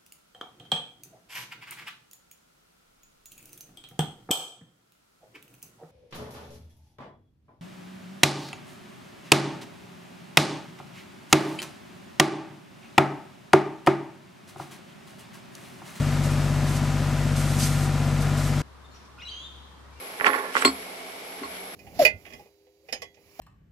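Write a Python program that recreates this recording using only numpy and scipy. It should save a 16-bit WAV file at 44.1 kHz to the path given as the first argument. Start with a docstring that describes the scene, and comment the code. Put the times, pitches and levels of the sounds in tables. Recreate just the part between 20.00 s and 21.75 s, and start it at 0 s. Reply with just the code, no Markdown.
"""Loosening a hold-down clamp

A hand spins the knob loose on a wooden machine bed: stick-slip friction rasps in the thread and small
impacts tick. The metal bar slides off the workpiece and drops, exciting the modes of bar and bed in a
ringing knock; later the hand bumps the workpiece. The idle machine hums and its motors whine. The clamp
is heard from slightly right, with reflections from close wooden panels and a small, dull room."""
import sys
import numpy as np
from scipy import signal
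from scipy.fft import rfft, irfft
from scipy.io import wavfile
from scipy.ndimage import uniform_filter1d

SR = 44100
rng = np.random.default_rng(int(sys.argv[2]) if len(sys.argv) > 2 else 0)


def generate_wav(signal):
    """Clip the signal to [-1, 1] and save it as 16-bit WAV at the path in sys.argv[1]."""
    frames = np.transpose(np.atleast_2d(signal))
    scaled = np.clip(frames, -1, 1) * 32767
    pcm = np.round(scaled).astype(np.int16)
    wavfile.write(sys.argv[1], SR, pcm)


N = 77175
T = np.arange(N) / SR
BIN_HZ = np.arange(N + 1) * SR / (2 * N)

# Spectrum of the fan and room air: frequency_hz, gain_db
FAN_SPECTRUM = [(18, -41), (30, -27.5), (161, -19), (188, -4.5), (231, -19), (263, -4), (316, -15),
                (350, -6), (409, -3.5), (503, -5.5), (543, -10), (651, -5.5), (888, -8), (985, -14),
                (1120, -13.5), (1830, -19), (2200, -7), (2560, -17), (5570, -21.5), (6500, -29),
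                (10400, -27.5), (11500, -23), (14500, -40)]
# Fan noise between the ears: frequency_hz, left_minus_right_db, coherence (0 to 1)
FAN_STEREO = [(100, -1, 0.42), (384, 0.5, 0.92), (760, -3.5, 0), (1580, -6, 0), (2500, 5.5, 0),
              (5000, 1.5, 0), (8100, -8.5, 0), (13100, 3.5, 0)]
# Envelope of the fan: time_s, level_db
FAN_ENVELOPE = [(0, -41), (.8, -39.5), (1.15, -40.5), (1.55, -40.5)]
# Hum of the idle machine: pitch_hz, level_db
HUM_TONES = [(415, -60), (652, -60), (2256, -68)]
# Motor whine: pitch_hz, relative_level_db, interaural_phase_rad
WHINE_TONES = [(11093, 0, 1.8), (11292, -5, 1.5), (11489, -15, 1.5)]
# Envelope of the whine: time_s, level_db
WHINE_ENVELOPE = [(0.0, -47.5), (0.17, -50.5), (0.316, -40.5), (0.502, -55), (0.658, -42.5), (0.696, -51),
                  (0.74, -48.5), (1.052, -59.5), (1.086, -51.5), (1.228, -58.5), (1.272, -49.5),
                  (1.462, -55), (1.5, -49), (1.75, -51.5)]

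# Resonances of the clamped assembly: pitch_hz, level_db, t60_s
CLAMP_MODES = [(270, -30, 0.13), (357, -33.5, 0.1), (421, -30, .12), (458, -29.5, .12), (514, -27.5, 0.097),
               (615, -30.5, 0.17), (839.8, -26.5, 0.2), (1096, -23, 0.14), (1345, -25, 0.073),
               (1425.5, -25.5, 0.097), (1610, -33, 0.11), (2040, -29.5, 0.066), (2485, -32, 0.045),
               (3040, -31, 0.12)]
# Contacts of knob and bar with the bolt: start_s, level_db, pitch_hz
TICKS = [(.1991, -19, 1700), (.2095, -15, 2000), (.214, -20, 700), (.2446, -8, 1900), (.2628, -11, 2500),
         (.2665, -7, 2200), (.2686, -12, 1700), (.2702, -10, 1100), (.2801, -12, 1700), (.290, -17, 1400),
         (.302, -16, 1600), (.333, -16, 2000), (.3495, -16, 1600), (.5527, -10, 1300), (.5560, -18, 1100),
         (.5671, -6, 1500), (.6235, -11, 1500)]
# Spectrum of the jolt a tick gives the clamp and panels: frequency_hz, gain_db
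JOLT_SPECTRUM = [(40, -42), (130, -34), (270, -12.5), (480, -6.5), (700, -20), (1300, -5.5), (2100, 5.5),
                 (3100, -11), (4300, -20), (8000, -35), (14000, -55)]
# Envelope of the thread's rasp: time_s, level_db
RASP_ENVELOPE = [(.17, -52), (.198, -49), (.213, -35), (.235, -32), (.252, -24.5), (.268, -18),
                 (.286, -26.5), (.316, -28.5), (.336, -26.5), (.36, -25.5), (.376, -29.5), (.396, -27),
                 (.418, -36), (.445, -32.5), (.48, -37), (.53, -43.5), (.55, -47), (.56, -35), (.575, -26),
                 (.59, -36), (.612, -31), (.645, -28), (.66, -56)]
# Spectrum of the rasp: frequency_hz, gain_db
RASP_SPECTRUM = [(40, -56), (130, -34.5), (260, -9), (450, 1), (680, -1.5), (1000, -1), (1350, 0),
                 (2200, -2.5), (2900, -11), (3700, -13.5), (4600, -12), (6500, -29), (8000, -19),
                 (14000, -54)]
# Envelope of the sliding bar, then of skin on the workpiece: time_s, level_db
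SLIDE_ENVELOPE = [(.52, -49), (.555, -32.5), (.573, -28.5), (.59, -29), (.608, -36.5), (.622, -28.5),
                  (.642, -40.5), (.67, -50), (1.5, -50.5), (1.555, -43.5), (1.62, -50.5)]
# Spectrum of the sliding hiss: frequency_hz, gain_db
SLIDE_SPECTRUM = [(300, -15), (1500, 10), (3000, 9), (4200, 1.5), (5600, 2.5), (6500, -6), (7900, 2),
                  (9500, -5.5), (11000, -6), (14500, -23)]

# Blows on the bed: start_s, snap_db, chatter_db, bar_ring_db, bed_thud_db, frame_boom_db, cutoff_hz
BLOWS = [(.267, -30, -1, -17.5, -13.5, -16, 3000), (.553, -40, -36, -40, -16.5, -30, 1500),
         (0.649, 0, 0.5, 1, 0.5, 3, 19800), (.6775, -10.5, -15, -10, -22, -34, 3400),
         (1.413, -53, -45, -45, -15.5, -30, 595), (1.4338, -21.5, -22, -15.5, -28, -4.5, 2200),
         (1.59, -34, -38, -43, -39, -13, 600)]
# Spectrum of a blow's first contact: frequency_hz, gain_db
SNAP_SPECTRUM = [(40, -45), (200, -22), (600, -3), (1300, 2), (2200, 8), (3300, 2), (4500, -12),
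                 (6200, -28), (8000, -7), (10000, -17.5), (14000, -20)]
# Spectrum of the bar's chatter on the bed: frequency_hz, gain_db
CHATTER_SPECTRUM = [(40, -47), (130, -28), (330, 2), (600, -6.5), (1150, 4.5), (1650, -6.5), (2300, 3),
                    (2700, -17), (3200, -1), (4400, -10.5), (5200, -13), (6200, -18), (7900, -1),
                    (9800, -29), (14000, -33)]
# Resonances of the loose metal bar: pitch_hz, level_db, t60_s, left_minus_right_db
BAR_MODES = [(1019, -19.5, 0.13, -3), (1093.7, -9, 0.084, -8.5), (1370, -19, 0.099, -6), (2183, -50, .1, 9),
             (4266, -10, 0.093, -10.5), (4500, -21.5, 0.2, 6), (5080, -35, 0.29, 3), (7830, -23, 0.13, -12),
             (11088, -26, 0.11, -7)]
# Resonances of the wooden bed: pitch_hz, level_db, t60_s, left_minus_right_db
BED_MODES = [(177, -39.5, .15, -12), (206, -40.5, 0.6, 5), (265.3, -16, 0.25, -0.5), (288, -15, .12, 1.5),
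             (334, -26.5, 0.18, -1), (398.6, -14, .11, 2), (425.4, -22.5, 0.12, 6), (696, -27.5, 0.21, 6)]

CLAMP_PAN_DB, LEFT_LAG_S, BASS_HZ = -10, 0.00026, 650  # the pan and the lag act above BASS_HZ


def amp(db):
    """Amplitude ratio of a level in decibels."""
    return 10 ** (np.asarray(db) / 20)


def unit(x):
    """Normalisation to an rms of 1."""
    return x / np.sqrt(np.mean(x ** 2))


def curve(rows):
    """Amplitude envelope, linear in decibels between (time_s, level_db) points."""
    return amp(np.interp(T, *np.array(rows).T))


def over_hz(rows, column=1):
    """Interpolation of a table column on a logarithmic frequency axis."""
    rows = np.array(rows)
    return np.interp(np.log(BIN_HZ + 1), np.log(rows[:, 0]), rows[:, column])


def shape(x, response):
    """Linear filtering: the spectrum is multiplied by a frequency response."""
    return irfft(rfft(x, 2 * N) * response)[..., :N]


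def colour(x, points):
    """Minimum-phase filtering through (frequency_hz, gain_db) points, by folding the cepstrum."""
    cepstrum = irfft(np.log(amp(over_hz(points))))
    cepstrum[1:N] *= 2
    cepstrum[N + 1:] = 0
    return shape(x, np.exp(rfft(cepstrum)))


def convolve(x, response):
    """Convolution with an impulse response."""
    return shape(x, rfft(response, 2 * N))


def lowpass(hz, order=2):
    """Sections of a maximally flat low-pass filter."""
    return signal.butter(order, hz, fs=SR, output="sos")


def fade(t60_s):
    """Exponential damping: 60 dB are lost in t60_s."""
    return np.exp(-np.log(1000) * T / t60_s)


def rise(tau_s):
    """First-order onset with time constant tau_s."""
    return 1 - np.exp(-T / tau_s)


def impulses(rows):
    """Impulsive excitation: one sample for each (start_s, level_db) row."""
    train = np.zeros(N)
    for start_s, level_db in rows:
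        train[int(start_s * SR)] += amp(level_db)
    return train


def walk(rate_hz):
    """Smooth random modulation with an rms of 1."""
    hold = int(SR / rate_hz)
    steps = np.repeat(rng.standard_normal(N // hold + 1), hold)
    return unit(uniform_filter1d(uniform_filter1d(steps, hold), hold)[:N])


def pan(db):
    """Ear gains for an interaural level difference, left minus right."""
    return amp(np.array([[.5], [-.5]]) * db)


def treble_share():
    """Weight of interaural differences: 0 in the bass, where both ears hear alike, 1 in the treble."""
    return 1 - 1 / (1 + (BIN_HZ / BASS_HZ) ** 4)


def mid_side_noise(mid_power, side_power):
    """Stereo noise as the sum of an in-phase and an antiphase part."""
    mid, side = rng.standard_normal((2, N))
    return shape(mid, np.sqrt(mid_power)) + np.array([[1], [-1]]) * shape(side, np.sqrt(side_power))


def diffuse():
    """Diffuse-field noise: coherent between the ears in the bass, incoherent above."""
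    side_power = treble_share() / 2
    return mid_side_noise(1 - side_power, side_power)


def band(hz, width_hz):
    """Narrow-band stereo noise with an rms of 1."""
    detuning = (BIN_HZ - hz) / width_hz
    return unit(shape(rng.standard_normal((2, N)), 1 / (1 + detuning ** 2)))


def ring(modes):
    """Modal superposition: damped sinusoids, the higher ones reaching the left ear late."""
    sound = 0
    for hz, db, t60_s, side_db in modes:
        lag_s = np.array([[LEFT_LAG_S], [0]]) * (hz > BASS_HZ)
        sound = sound + pan(side_db) * amp(db) * fade(t60_s) * np.sin(2 * np.pi * hz * (T - lag_s))
    return sound


def reflections(t60_s):
    """Reverberation: an exponentially decaying diffuse impulse response of unit energy."""
    cloud = diffuse() * fade(t60_s) * rise(0.0017) ** 2
    return unit(cloud) / np.sqrt(N)


def fan():
    """Broadband air noise whose interaural coherence and balance vary with frequency."""
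    coherence = np.clip(over_hz(FAN_STEREO, column=2), 0, 1)
    air = mid_side_noise(1 + coherence, 1 - coherence)
    air = shape(air, pan(over_hz(FAN_STEREO)) / np.sqrt(1 + coherence))
    return unit(colour(air, FAN_SPECTRUM)) * curve(FAN_ENVELOPE)


def machine_hum(flutter_db=3, drift_hz=7):
    """Low tones that waver under random amplitude and frequency modulation."""
    hum = 0
    for hz, db in HUM_TONES:
        peak = np.sqrt(2) * amp(db + flutter_db * walk(20))
        phase = 2 * np.pi * np.cumsum(hz + drift_hz * walk(40)) / SR
        hum = hum + peak * np.sin(phase)
    return hum * pan(-5.0)


def motor_whine(flutter_db=1.5, drift_hz=3):
    """High tones in a haze of narrow-band noise, amplitude-modulated separately at each ear."""
    whine = band(WHINE_TONES[0][0], width_hz=130) * amp(-5.5)
    for hz, db, interaural_rad in WHINE_TONES:
        phase = 2 * np.pi * np.cumsum(hz + drift_hz * walk(37)) / SR
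        flutter = amp(flutter_db * np.array([walk(9), walk(9)]))
        tone = np.sin(phase + np.array([[0], [interaural_rad]]))
        whine = whine + np.sqrt(2) * amp(db) * flutter * tone
    return whine * curve(WHINE_ENVELOPE) * amp(1.5) * pan(1.0)


def sliding_hiss():
    """Sliding friction of the bar, and later of skin, on the workpiece: noise with a flickering level."""
    hiss = unit(colour(diffuse(), SLIDE_SPECTRUM))
    flicker = amp(2 * walk(200))
    return hiss * curve(SLIDE_ENVELOPE) * flicker * pan(-1.2)


def edge_scuff(peak_s=.619, half_width_s=0.0092):
    """Brief friction as the bar scrapes off the edge: a bell-shaped pulse of narrow-band noise."""
    return band(8070, width_hz=550) * amp(-33) * np.exp(-((T - peak_s) / half_width_s) ** 2)


def tick(start_s, level_db, pitch_hz, swell_s=.00055):
    """A dry contact: a heavily damped transient of about two cycles."""
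    age = np.maximum(T - start_s, 0)
    swell = age / swell_s * np.exp(1 - age / swell_s)
    return amp(level_db) * swell ** 2 * np.sin(2 * np.pi * pitch_hz * age)


def bolt_ticks(spike, direct, body, panels):
    """Small impacts on the bolt radiate directly, excite the clamp's modes and reflect off the panels."""
    contacts = sum(tick(*row) for row in TICKS)
    jolts = colour(impulses([row[:2] for row in TICKS]), JOLT_SPECTRUM)
    jolts /= np.abs(colour(spike, JOLT_SPECTRUM)).max()
    return convolve(contacts, direct) * amp(2.5) + convolve(jolts, body * amp(-18) + panels * amp(-9))


def stick_slip(slips_per_s=2500, spread_db=3.5):
    """Stick-slip friction: a dense random train of tiny impulses of uneven size."""
    slipping = rng.random(N) < slips_per_s / SR
    size = amp(spread_db * np.clip(rng.standard_normal(N), -2, 2))
    return slipping * size * rng.choice([-1, 1], N)


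def thread_rasp(direct, body, panels, dull_above_hz=2300):
    """Friction in the thread drives the clamp's modes; a slower, quieter turn is also duller."""
    paths = direct + body * amp(-12) + panels * amp(5.5)
    rasp = unit(convolve(colour(stick_slip(), RASP_SPECTRUM), paths))
    dull = signal.sosfiltfilt(lowpass(dull_above_hz, order=3), rasp)
    effort = curve(RASP_ENVELOPE)
    treble_gain = (effort / effort.max()) ** 0.65
    return effort * (dull + (rasp - dull) * treble_gain)


def turning_knob():
    """Ticks and rasp share three paths; interaural time and level differences place them to the right."""
    spike = impulses([(0.00038, 0)])
    left_delay = np.exp(-2j * np.pi * BIN_HZ * round(LEFT_LAG_S * SR) / SR)
    direct = np.array([shape(spike, 1 + (left_delay - 1) * treble_share()), spike])
    body = ring([(hz, db, t60_s, 0) for hz, db, t60_s in CLAMP_MODES])
    panels = reflections(t60_s=0.043)
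    knob = bolt_ticks(spike, direct, body, panels) + thread_rasp(direct, body, panels)
    return shape(knob, pan(CLAMP_PAN_DB * treble_share()))


def contact_snap():
    """The first contact of a blow: a short transient with a broad spectrum."""
    noise = unit(colour(diffuse(), SNAP_SPECTRUM))
    return noise * rise(0.0013) * fade(0.017) * amp(-0.5) * pan(-0.4)


def bar_chatter():
    """Rapid rebounds of the bar on the bed merge into noise with a two-stage decay."""
    envelope = rise(0.0029) * (fade(0.03) + amp(-12.5) * fade(0.18))
    return unit(colour(diffuse(), CHATTER_SPECTRUM)) * envelope * amp(-8.5) * pan(1)


def bar_ring(roughness=0.48, chatter_hz=397, choke_s=0.067):
    """Chatter modulates each mode of the bar; contact damping chokes the ring once it lies flat."""
    modes = sum(ring([mode]) * (1 + roughness * walk(chatter_hz)) for mode in BAR_MODES)
    choke = np.exp(-(T / choke_s) ** 4)
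    return modes * rise(0.0069) * choke


def knocks():
    """Impacts excite bar, bed and frame; the softer the contact, the lower the spectrum's cutoff."""
    bed_thud = ring(BED_MODES) * rise(0.005)
    frame_boom = amp(-38.5) * np.sin(2 * np.pi * 74 * T) * fade(.35) * rise(0.045)
    parts = contact_snap(), bar_chatter(), bar_ring(), bed_thud, frame_boom
    sound = 0
    for start_s, *levels_db, cutoff_hz in BLOWS:
        blow = sum(amp(db) * part for db, part in zip(levels_db, parts))
        blow = signal.sosfilt(lowpass(cutoff_hz), blow)
        sound = sound + convolve(blow, impulses([(start_s, 0)]))
    return sound


def scene():
    """Superposition of the handling sounds, their dull reverberation and the idle machine."""
    handling = turning_knob() + sliding_hiss() + edge_scuff() + knocks()
    room = signal.sosfilt(lowpass(3000), reflections(t60_s=0.49) * amp(-22.5))
    return handling + convolve(handling, room) + fan() + machine_hum() + motor_whine()


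def record(dry):
    """Soft saturation rounds the highest peaks, and a steep low-pass limits the bandwidth."""
    ceiling, top_hz = .92, 14750
    rounded = dry / (1 + (np.abs(dry) / ceiling) ** 6) ** (1 / 6)
    return signal.sosfilt(signal.ellip(10, .2, 80, top_hz, fs=SR, output="sos"), rounded)


dry = scene()
out = record(dry)
generate_wav(out)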